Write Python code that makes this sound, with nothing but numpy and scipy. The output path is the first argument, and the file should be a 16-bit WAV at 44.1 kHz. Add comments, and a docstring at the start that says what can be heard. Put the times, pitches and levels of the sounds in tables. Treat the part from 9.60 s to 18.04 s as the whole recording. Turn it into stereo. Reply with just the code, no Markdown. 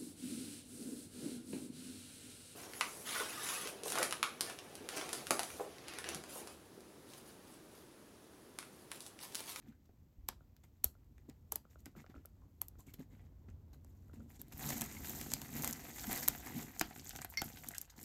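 """Fingers snap thin flakes of dry soap close by, each break a bright filtered burst with a knock and powder.
Then both hands scoop and crush the pile: many random clicks ring as crumbling and rubbing flakes.
Pieces drop, large flakes slip, and the table thuds and creaks through low resonances and bent ticks.
Something metal clinks once as a set of fading tones. Filtered noise makes a short room echo, a low rumble,
a passing drone and faint hiss; two close microphone ports hear it all in stereo."""
import sys
import numpy as np
from scipy import signal
from scipy.fft import rfft, irfft, next_fast_len
from scipy.io import wavfile
from scipy.ndimage import uniform_filter1d

SR = 44100
rng = np.random.default_rng(int(sys.argv[2]) if len(sys.argv) > 2 else 0)


def bounce(signal):
    """Save signal as a 16-bit WAV file at the path given by the first command-line argument."""
    frames = np.transpose(np.atleast_2d(signal))
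    limited = np.clip(frames, -1, 1)
    pcm = np.round(limited * 32767).astype(np.int16)
    wavfile.write(sys.argv[1], SR, pcm)


N = 372204
TIME = np.arange(N) / SR  # seconds

# Colour of a gritty edge crunch or scrape: (frequency [Hz], relative level [dB per Hz])
EDGE_COLOUR = [(700, -25.5), (1500, -5), (2400, -8.5), (3300, -7.5), (4300, -8), (5500, -9.5), (8500, -13)]


def snaps():
    """Each break: a short tear, a bright crack, an edge crunch, a knock of the bent flake, a puff of powder."""
    # A flake breaks, levels over 5 ms: (time [s], crack level [dB], crack pitch [Hz],
    # edge crunch level [dB], flake body level [dB], body pitch [Hz])
    breaks = [(0.6876, -30, 10600, -34, -38, 980), (0.9657, -73, 10500, -61.5, -85, 600),
              (1.2434, -18.5, 11300, -44, -42.5, 540), (1.6977, -59, 8560, -56.5, -70, 600),
              (1.922, -27, 10300, -44.5, -41, 890), (1.9582, -29.5, 11500, -45, -47, 804),
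              (2.258, -49, 9200, -50, -81, 900), (2.6571, -46, 11500, -63, -74, 600),
              (3.0169, -29.5, 12200, -53, -46.5, 930), (3.0839, -44.5, 11400, -85, -77, 595),
              (3.3402, -50, 11560, -50, -75, 956), (4.247, -60, 9250, -81, -63.5, 600),
              (4.816, -41, 12200, -57, -66, 600), (5.0907, -34, 9200, -65, -52, 800),
              (5.1041, -35, 9450, -77, -47, 750), (5.211, -32.5, 9600, -38, -60, 620),
              (5.218, -30.5, 9500, -38, -42.5, 840), (5.4964, -36.5, 12900, -61, -59, 620),
              (5.613, -38, 10000, -40.5, -53, 587), (5.718, -38, 8500, -44, -50, 664),
              (5.7368, -25.5, 8200, -33.5, -47.5, 745), (5.817, -40, 9050, -40.5, -50, 840),
              (6.0224, -34, 8940, -68, -68, 600), (6.0458, -28.5, 9600, -50, -41, 1020),
              (6.0764, -30, 9500, -39.5, -49, 1000), (6.1103, -36, 10200, -65, -62, 770),
              (6.128, -34, 8700, -66, -52, 1080), (6.132, -35, 8550, -58, -66, 1050),
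              (6.5298, -32, 10600, -40.5, -52, 750), (6.6792, -26.5, 10000, -34, -39.5, 880),
              (6.6844, -16, 11250, -32.5, -61, 1100), (7.1957, -30.5, 7900, -47, -74, 970),
              (7.2122, -39, 7240, -23.5, -45, 990), (7.4935, -37.5, 9500, -62, -69, 870),
              (7.5617, -44, 8300, -42.5, -58, 890), (7.6174, -42, 8600, -60, -52, 1000),
              (7.6472, -37.5, 11200, -51, -52, 930), (7.701, -47, 13600, -65, -77, 790),
              (7.818, -34.5, 10100, -34.5, -36.5, 690), (8.087, -33, 10600, -58, -60, 770),
              (8.1823, -31.5, 9100, -60, -59, 810), (8.2149, -35.5, 10400, -64, -72, 1180)]
    # Fine powder sprays from each break: (frequency [Hz], relative level [dB per Hz])
    powder_colour = [(300, 13.5), (1500, -1.5), (3300, 3), (5500, -16), (11000, -6.5), (16000, -21)]
    out = np.zeros((2, N))
    for s, crack_db, crack_hz, edge_db, body_db, body_hz in breaks:
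        release = even(fracture(scatter_db=1, decay=.0013))
        edge = even(fracture(scatter_db=7, decay=.002))
        flex = even(fracture(scatter_db=-4, decay=.003))

        crack = ring(ring(release, crack_hz, 6000), crack_hz, 6000)
        crunch = colour(edge, EDGE_COLOUR)
        body = bend(ring(ring(flex, body_hz, 630), body_hz, 830), lag=0.00224)
        powder = colour(splinters(decay=0.016, spread_db=4.5), powder_colour)

        # The tear grows for 256 samples and ends where the crack begins.
        growth = np.exp(np.arange(-256, 0) / SR / .0015)
        tear = ring(rng.standard_normal((2, 256)) * growth, crack_hz, 2 * crack_hz)
        tearing = sized(tear, crack_db - 18) + sized(colour(tear, EDGE_COLOUR), edge_db - 14)

        add(out, s - tear.shape[1] / SR, tearing)
        add(out, s, sized(crack, crack_db) + sized(crunch, edge_db) + sized(body, body_db))
        add(out, s, sized(powder, (crack_db + edge_db) / 2 - 14.5))
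    return out


def effort():
    """The work of the hands as three gains over time: crumbling, rubbing and push on the table."""
    # Loose flakes keep shifting under the hands:
    # (time [s], crumbling level [dB], rubbing level [dB], push level [dB])
    stir = [(0, -85, -88, -66), (0.499, -91, -91, -74.5), (2.901, -89, -94, -73.5), (4.1, -94, -90, -69.5),
            (4.299, -83.5, -89, -69.5), (4.9, -79.5, -80.5, -63.5), (5.02, -54.5, -62, -54.5),
            (6.8, -59, -59, -56.5), (7.4, -61, -64, -62.5), (7.68, -80, -66, -65), (8.44, -96, -71, -80)]
    # Fingers pick at, brush or pinch a few flakes:
    # (start [s], length [s], crumbling level [dB], rubbing level [dB], push on the table level [dB])
    touches = [(.02, 0.11, -91, -74, -85), (.07, 0.038, -73, -69, -60.5), (.255, 0.0064, -67, -72.5, -62),
               (1.037, 0.015, -65.5, -60.5, -61), (1.58, 0.0046, -61, -66, -78),
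               (1.686, 0.029, -75, -71.5, -52), (2.105, 0.042, -71.5, -79, -72),
               (2.19, 0.019, -67.5, -96, -78), (2.262, 0.024, -69, -66, -51.5),
               (2.368, 0.051, -67.5, -64, -53.5), (2.497, 0.026, -76, -63, -58.5),
               (2.555, 0.057, -80, -74, -53), (3.19, 0.023, -60.5, -70, -62), (3.27, 0.035, -62, -69, -56),
               (3.337, 0.008, -52, -86, -54), (3.394, 0.033, -65, -60, -51.5),
               (3.52, 0.14, -77, -70, -63.5), (3.885, 0.018, -72, -65.5, -57.5),
               (4.132, 0.016, -66, -63.5, -58), (4.535, 0.026, -69.5, -68, -54.5),
               (4.58, 0.094, -90, -99, -56.5), (4.7, 0.068, -65, -63.5, -77),
               (4.795, 0.019, -56.5, -63, -53.5), (4.882, 0.0037, -58, -66, -56),
               (4.924, 0.013, -50, -55, -58), (4.995, 0.15, -49.5, -57, -82),
               (6.365, 0.39, -49, -59.5, -59.5), (6.865, 0.21, -57, -58, -51),
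               (7.467, 0.012, -68, -71, -52.5), (7.612, 0.013, -45.5, -48, -71),
               (7.702, 0.047, -54.5, -61, -76), (8.112, 0.0082, -44, -62, -52),
               (8.148, 0.0073, -42.5, -42, -73), (8.298, 0.012, -52.5, -64, -78)]
    # Both hands dig into the pile, then lift:
    # (start [s], length [s], crumbling level [dB], rubbing level [dB], push level [dB])
    digs = [(5.08, 0.16, -46.5, -51, -46.5), (5.97, 0.12, -45.5, -49.5, -46),
            (6.958, 0.086, -55, -56.5, -47)]
    # A fist squeezes and crumbs spill back:
    # (start [s], length [s], crumbling level [dB], rubbing level [dB], push level [dB])
    spills = [(5.46, 0.28, -50, -57, -52), (6.515, 0.13, -42, -48, -51), (7.46, 0.14, -53.5, -64.5, -79),
              (7.86, 0.27, -55.5, -64.5, -59), (8.08, 0.18, -60.5, -65, -77),
              (8.38, 0.069, -54.5, -64, -57)]
    # Rise and fall are shares of the move's length; tilt is its growth from start to end.
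    touch_shape = dict(rise=0.11, fall=0.2, tilt_db=-6.5)
    dig_shape = dict(rise=.33, fall=.3, tilt_db=-3)
    spill_shape = dict(rise=0.17, fall=0.013, tilt_db=-3.5)

    when, *levels = np.transpose(stir)
    power = np.array([amp(np.interp(TIME, when, db)) ** 2 for db in levels])
    for moves, shape in [(touches, touch_shape), (digs, dig_shape), (spills, spill_shape)]:
        for start, length, *db in moves:
            power += np.outer(amp(db) ** 2, stroke(start, length, **shape) ** 2)
    return np.sqrt(power)


def crumbling(force, count=40):
    """Crumbs of many sizes crack in the pile, each with its own pitch; a light touch sounds duller."""
    # Colour of the crumbling: (frequency [Hz], relative level [dB per Hz])
    crumble_colour = [(1200, -35.5), (3000, -8.5), (5000, -10), (6500, -3.5), (9300, -1), (12000, -2),
                      (14500, -2.5), (15700, -7), (16200, -44.5)]
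    out = np.zeros((2, N))
    log_force = np.log(force / force.max())
    for hz in np.geomspace(2800, 14500, count):
        grain = ring(fracture(scatter_db=-2, decay=.0013, size=512), hz, hz * .25)
        clicks = contacts(per_s=105, spread_db=4.6, largest=4.9)
        hit = np.flatnonzero(clicks)
        # Less force weakens crumbs above 8500 Hz and favours those below.
        clicks[hit] *= np.exp(0.0855 * np.log(hz / 8500) * log_force[hit])
        out += signal.oaconvolve(clicks[None], grain, axes=1)[:, :N]
    return unit(colour(out, crumble_colour)) * force


def rubbing(force, count=16):
    """Larger flakes slip in bouts, each size in its own; now and then one clicks free across all pitches."""
    # Colour of the rubbing: (frequency [Hz], relative level [dB per Hz])
    rub_colour = [(250, -11.5), (510, -6), (630, -12.5), (760, -2), (1100, -7), (1450, -3.5), (2100, -3.5),
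                  (4500, -8.5), (7500, -16.5)]
    out = np.zeros((2, N))
    for hz in np.geomspace(550, 4800, count):
        grain = ring(fracture(scatter_db=3, decay=.002, size=512), hz, hz * .35)
        clicks = contacts(per_s=65, spread_db=3.6, largest=4.0) * clumps(depth_db=3.8, per_s=40)
        out += signal.oaconvolve(clicks[None], grain / np.linalg.norm(grain), axes=1)[:, :N]

    clicks = contacts(per_s=24, spread_db=3, largest=2)
    catches = signal.oaconvolve(clicks[None], fracture(scatter_db=0, decay=.001), axes=1)[:, :N]
    catches = ring(catches, hz=1480, width=4000)
    return unit(top(colour(unit(out) + .75 * unit(catches), rub_colour))) * force


def knocks():
    """Pieces land on the table, large flakes slip, and the table creaks in single dull ticks."""
    # Pieces land on the pile and the table:
    # (time [s], level over 5 ms [dB], brightness [dB per octave])
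    landings = [(0.292, -53.5, -7.5), (2.464, -56.5, 2), (2.499, -71, 8), (5.003, -53, 0),
                (5.126, -44.5, -6), (5.314, -49.5, 8), (5.446, -44.5, 4), (5.55, -49, -1), (5.607, -58, 13),
                (5.662, -45, -3), (5.686, -58, -3), (6.396, -44, 17), (6.442, -40, 2.5), (6.495, -37, -5),
                (6.52, -36, -3), (6.633, -45, -1), (6.729, -47.5, 0.5), (6.75, -42.5, 2),
                (7.2119, -27.5, -1), (7.309, -47, -1.5), (7.361, -47, 1), (7.396, -45.5, 15),
                (7.458, -54, -4), (7.508, -43, 8.5), (7.554, -44, -2.5), (7.588, -42.5, 1.5),
                (7.6471, -40.5, 1.5), (7.8202, -34.5, -2.5), (7.881, -50.5, 3), (7.972, -47.5, 6.5),
                (8.108, -47, 1)]
    # Colour of a landing before its brightness is added: (frequency [Hz], relative level [dB per Hz])
    landing_colour = [(100, 3.5), (270, 9), (400, 8.5), (540, -2.5), (760, 14), (1100, -2.5), (1450, 9),
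                      (6000, -11), (16000, -58)]
    # A large flake catches on another and slips:
    # (time [s], level over 5 ms [dB], pitch [Hz], decay [s])
    slips = [(0.068, -71, 1560, 0.015), (.119, -66.5, 1580, 0.013), (2.265, -60.5, 1450, 0.0022),
             (2.387, -59, 2110, 0.0049), (2.815, -65, 1060, 0.017), (3.195, -59.5, 990, 0.011),
             (3.284, -58, 2260, 0.016), (3.407, -66, 1700, 0.011), (5.221, -45, 1700, 0.0028),
             (5.367, -46, 2180, 0.0037), (5.967, -49, 1620, 0.008), (8.135, -47, 1880, 0.0048),
             (8.15, -49.5, 1610, 0.01)]
    # Small dull creaks under the leaning arms: (time [s], level over 5 ms [dB])
    creaks = [(0.7265, -63), (0.809, -62.5), (1.354, -65), (2.0538, -59.5), (2.159, -57), (2.3537, -58.5),
              (2.444, -55.5), (2.5443, -55.5), (2.5633, -55.5), (2.6532, -56.5), (3.156, -66.5),
              (3.8906, -65), (4.498, -61.5), (4.6055, -60)]
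    # Colour of a creak: (frequency [Hz], relative level [dB per Hz])
    creak_colour = [(150, 1), (350, 6), (600, 12), (950, -4), (1400, 13), (1900, -19.5), (3000, -8),
                    (8000, -72)]
    out = np.zeros((2, N))
    for s, db, tilt_db in landings:
        blow = even(fracture(scatter_db=3, decay=.0035))
        spectrum = [(hz, level + tilt_db * np.log2(hz / 1000)) for hz, level in landing_colour]
        add(out, s, sized(top(bend(colour(blow, spectrum), lag=0.00225)), db))
    for s, db, hz, decay in slips:
        scrape = splinters(decay, spread_db=4) * [[1], [.6]]  # weaker from aside
        add(out, s, sized(ring(ring(scrape, hz, hz * 0.089), hz, hz * 2.2), db))
    for s, db in creaks:
        slip = fracture(scatter_db=-10, decay=.002)
        add(out, s - .0022, sized(bend(colour(slip, creak_colour), lag=0.00313), db))
    return out


def table(force):
    """The shifting pile drums on the table top; now and then a hand bumps it."""
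    # Ways the table vibrates: (frequency [Hz], width of the first filter [Hz], relative level [dB])
    table_modes = [(152, 35.3, 3.5), (224.8, 62, 3), (267, 58, -4.5), (328, 120, -17)]
    # A hand bumps or presses the table: (time [s], level over 5 ms [dB], pitch [Hz])
    bumps = [(0.583, -45.5, 53), (0.634, -47, 54.7), (1.255, -39, 68.7), (2.568, -46.5, 68.5),
             (4.942, -40.5, 68), (0.082, -46.5, 230), (2.266, -54, 261), (2.373, -54, 224),
             (3.268, -59, 273), (3.401, -47.5, 266), (4.614, -49.5, 223), (5.205, -39.5, 232),
             (1.922, -51.5, 445), (6.088, -41, 239), (6.477, -36, 219), (6.962, -34.5, 238),
             (7.211, -43, 314)]
    push = np.array([contacts(per_s=770, spread_db=3.5, largest=5.37) for _ in range(2)])
    drumming = sum(ring(ring(push, hz, width), hz, 2 * width) * amp(db) for hz, width, db in table_modes)
    out = unit(drumming) * force
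    t = np.arange(SR // 4) / SR
    for s, db, hz in bumps:
        thump = t * np.exp(-t / 0.0076) * np.sin(2 * np.pi * hz * t)
        add(out, s, sized(np.outer([1, 0], thump), db))  # straight on only
    return out


def clink():
    """Metal is struck with a gritty scrape, chatters as it rings, is damped at a touch, and rings on thinly."""
    # The metal rings until it touches down again:
    # (time [s], length [s], level over 5 ms [dB], brightness [dB per octave, for one octave at most])
    strikes = [(7.7725, .0205, -26.5, -2), (7.793, .022, -38.5, 24)]
    # Tones of the metal: (frequency [Hz], relative level [dB], time to fade by 60 dB if undamped [s])
    metal_modes = [(2115, 1, .25), (2186, -16, .08), (4383, -15, .04), (4490, -7, .3), (5290, 2, .03),
                   (5818, -1, .04), (7063, -12, .03), (13380, -21, .06)]
    out, t = np.zeros((2, N)), np.arange(SR // 3) / SR
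    for s, length, level_db, tilt_db in strikes:
        flutter = uniform_filter1d(rng.standard_normal((len(metal_modes), len(t))), 60)
        chatter = 1 + .16 * unit(flutter)
        tones = 0
        for (hz, db, t60), shake in zip(metal_modes, chatter):
            octaves = min(np.log2(hz / metal_modes[0][0]), 1)
            wave = np.exp(-np.log(1000) * t / t60 + 2j * np.pi * (hz * t + rng.random()))
            tones = tones + amp(db + tilt_db * octaves) * shake * wave
        # The next touch damps the tones to a thin remainder within 3 ms.
        tones = tones * np.interp(t, [0, .001, length, length + .003], [0, 1, 1, .08])
        scrape = colour(fracture(scatter_db=6, decay=0.013), EDGE_COLOUR)
        add(out, s, sized(np.array([tones.real, -.3 * tones.imag]), level_db))
        add(out, s, sized(scrape, level_db - 14))
    return out


def room(x, count=3):
    """Short echo tails die at a rate set by pitch; they take turns steadily, as if the hands moved."""
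    # How long the room rings: (frequency [Hz], time to fade by 60 dB [s])
    fade_times = [(150, 0.28), (1000, 0.16), (14000, 0.17)]
    t, out = np.arange(SR // 3) / SR, np.zeros((2, N))
    for k in range(count):
        taps = rng.standard_normal((2, len(t))) * np.clip((t - .002) / .004, 0, 1)  # starts after 2 ms
        hz, when, z = signal.stft(taps, SR, nperseg=256)
        fade = amp(-60 * when / read(fade_times, hz)[:, None])
        tail = signal.istft(z * fade, SR, nperseg=256)[1]
        share = np.sqrt(2 / count) * np.cos(np.pi * (2 * np.pi * TIME + k / count))
        out += signal.oaconvolve(x[:1] * share, tail / np.linalg.norm(tail[0]), axes=1)[:, :N]
    return out


def background():
    """Low rumble of the house, swelling unevenly, a low drone that comes and goes, and a faint even hiss."""
    # Colour of the rumble: (frequency [Hz], relative level [dB per Hz])
    rumble_colour = [(20, -34), (48, -4.5), (88, -4), (125, -13), (400, -30), (1000, -37), (4000, -68)]
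    # The rumble swells and sinks, before a 1 dB cut and random wavering: (time [s], level [dB])
    swell_levels = [(0, -64.5), (2.2, -60), (3.8, -58), (5.2, -55.5), (8.4, -63)]
    # Colour of the hiss: (frequency [Hz], gain [dB], before the overall hiss gain)
    hiss_colour = [(500, 3.5), (2000, 4.5), (5000, 1.5), (9500, -1.5), (14000, 3)]
    drone_hz, drone_db = 89.6, -63.5
    rumble, drone, hiss = rng.standard_normal((3, 2, N))
    swell = amp(np.interp(TIME, *np.transpose(swell_levels)) - 1) * clumps(depth_db=2, per_s=11)
    drone = unit(ring(ring(drone, drone_hz, 14), drone_hz, 14))
    drone = amp(drone_db) * drone * stroke(start=3.26, length=1.41, rise=0.11, fall=0.11, tilt_db=0)
    return swell * unit(colour(rumble, rumble_colour)) + drone + amp(-83.5) * colour(hiss, hiss_colour)


def ports(x):
    """Two close microphone ports share some sound and the rest differs in sign; the right port lags the left by
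    a phase set at each pitch."""
    # How alike the two ports hear: (frequency [Hz], likeness [0-1])
    likeness = [(130, 0.89), (330, 0.77), (700, 0.047), (3000, 0.033), (5000, 0.17), (7000, 0.42),
                (9500, 0.99), (13500, 0.74), (16000, 0.68)]
    # How far the left port leads the right: (frequency [Hz], lead [radians])
    left_lead = [(1000, 0), (1900, -.6), (3000, -2.6), (4500, -.5), (6800, .7), (9600, 3.1), (11000, 4.2),
                 (12600, 5.8), (14000, 6.6), (16000, 8.9)]
    size = next_fast_len(N + 4096)
    hz, z = np.fft.rfftfreq(size, 1 / SR), rfft(x, size)
    same = np.clip(read(likeness, hz), -1, 1)
    common = z[0] * np.sqrt((1 + same) / 2)
    apart = z[1] * np.sqrt((1 - same) / 2)
    left, right = common + apart, (common - apart) * np.exp(-1j * read(left_lead, hz))
    return irfft(np.array([left, right]), size)[:, :N]


def fracture(scatter_db, decay, size=2048):
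    """A sharp release, then a spray of tiny after-cracks and near echoes. Rows: straight on, from aside."""
    spray = rng.standard_normal((2, size)) * np.exp(-np.arange(size) / SR / decay)
    spray *= amp(scatter_db) / np.linalg.norm(spray[0])
    spray[0, 0] += 1
    return spray


def splinters(decay, spread_db, size=4096, count=70):
    """A dying spray of tiny cracks that come in uneven bunches."""
    bunches = np.interp(np.arange(size) * count / size, np.arange(count), rng.standard_normal(count))
    bunch_gain = amp(spread_db * np.clip(bunches, -2, 2))
    return rng.laplace(size=(2, size)) * bunch_gain * np.exp(-np.arange(size) / SR / decay)


def contacts(per_s, spread_db, largest):
    """Random clicks of either sign, many small and few large; the more flakes share the force, the smaller."""
    # Whole handfuls rustle densely, a few flakes tick apart: (time [s], contact rate [times normal])
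    crowding = [(4.9, 1.1), (5.05, 2.2), (7.1, 2.4), (7.35, 0.4)]
    crowd = np.maximum(np.interp(TIME, *np.transpose(crowding)), .1)
    size = amp(spread_db * np.minimum(rng.exponential(1, N), largest)) / np.sqrt(crowd)
    return size * rng.choice([-1, 1], N) * (rng.random(N) < crowd * per_s / SR)


def clumps(depth_db, per_s):
    """Flakes give way in bunches: a random gain that heads for a new value per_s times a second."""
    steps = rng.standard_normal(2048)
    return amp(depth_db * np.interp(TIME * per_s + rng.random(), np.arange(len(steps)), steps))


def stroke(start, length, rise, fall, tilt_db):
    """One move of the hand as a gain: it swells, holds while growing or easing by tilt_db, and dies away."""
    progress = (TIME - start) / length
    outside = np.maximum(-progress / rise, 0) + np.maximum((progress - 1) / fall, 0)
    return amp(tilt_db * np.clip(progress, 0, 1)) * np.exp(-np.minimum(outside, 20))


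def top(x):
    """The table top also rings higher up under sharp contacts: adds its resonances to the sound."""
    # Higher table resonances: (frequency [Hz], width [Hz], level [dB])
    top_modes = [(700, 70, -1.5), (1537, 27, -5)]
    return x + sum(amp(db) * ring(x, hz, width) for hz, width, db in top_modes)


def bend(x, lag):
    """Bending waves in a board: low pitches travel slowest, so a tick arrives as a short falling chirp."""
    hz = np.fft.rfftfreq(x.shape[1], 1 / SR)
    delay = lag * np.maximum(np.sqrt(1000 / (hz + 150)) - .6, 0)  # seconds
    return irfft(rfft(x) * np.exp(-2j * np.pi * np.cumsum(delay) * hz[1]), x.shape[1])


def ring(x, hz, width):
    """One resonance of gain 1 at its centre; narrow widths ring longer."""
    hz = min(hz, SR / 2 - 2000)
    return signal.lfilter(*signal.iirpeak(hz, max(hz / width, .6), SR), x)


def colour(x, spectrum, size=4096):
    """Shapes the pitch balance with a filter that never sounds ahead of its input."""
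    log_gain = np.log(amp(read(spectrum, abs(np.fft.fftfreq(size, 1 / SR)))))
    # The Hilbert transform gives the phase that packs the response towards its start.
    taps = np.fft.ifft(np.exp(np.conj(signal.hilbert(log_gain)))).real[:size // 2]
    return signal.fftconvolve(x, taps[None], axes=1)[:, :x.shape[1]]


def even(x):
    """Levels the chance peaks and dips in the spectrum of a short spray, keeping the energy of each row."""
    hz = np.fft.rfftfreq(x.shape[1], 1 / SR)
    correction_db = -10 * np.log10(uniform_filter1d(abs(rfft(x)) ** 2, size=7))
    rows = [colour(row[None], np.column_stack([hz, db])) for row, db in zip(x, correction_db)]
    flat = np.vstack(rows)
    return flat * (np.linalg.norm(x, axis=1) / np.linalg.norm(flat, axis=1))[:, None]


def amp(db):
    """Turns decibels into a gain."""
    return 10 ** (np.asarray(db) / 20)


def unit(x):
    """Scales to rms 1."""
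    return x / np.sqrt(np.mean(x ** 2) + 1e-20)


def sized(x, db):
    """Gives a short sound the energy of 5 ms at this level."""
    return amp(db) * x * np.sqrt(.005 * SR / (np.sum(x ** 2) + 1e-20))


def read(points, hz):
    """Reads a table on a log-frequency axis."""
    f, value = np.transpose(points)
    return np.interp(np.log(hz + 1), np.log(f + 1), value)


def add(mix, s, sound):
    """Mixes a two-row sound in at time s."""
    part = mix[:, max(round(s * SR), 0):]
    part[:, :sound.shape[1]] += sound[:, :part.shape[1]]


def scene():
    """Mixes the close sounds with their room echo and the background, as the two ports hear them."""
    # Cracks beam their treble, so the room answers darker: (frequency [Hz], echo gain [dB])
    echo_colour = [(500, -12.5), (4500, -11), (12000, -25.5)]
    crush, rub, push = effort()
    pile = (crumbling(crush) + rubbing(rub)) * clumps(depth_db=2.4, per_s=70)
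    cracks = snaps()
    hard = knocks() + clink()
    far = room(colour(cracks, echo_colour) + amp(-8.5) * pile + amp(-11) * hard)
    return ports(cracks + pile + hard + table(push) + far + background())


def record(dry):
    """The recorder rounds off the very highest peaks, then limits the band."""
    cutoff_hz = 16600
    held = dry / (1 + (dry / .85) ** 6) ** (1 / 6)
    lowpass = signal.firwin(255, cutoff_hz, window=("kaiser", 9), fs=SR)
    return signal.oaconvolve(held, lowpass[None], "same", axes=1)


dry = scene()
out = record(dry)
bounce(out)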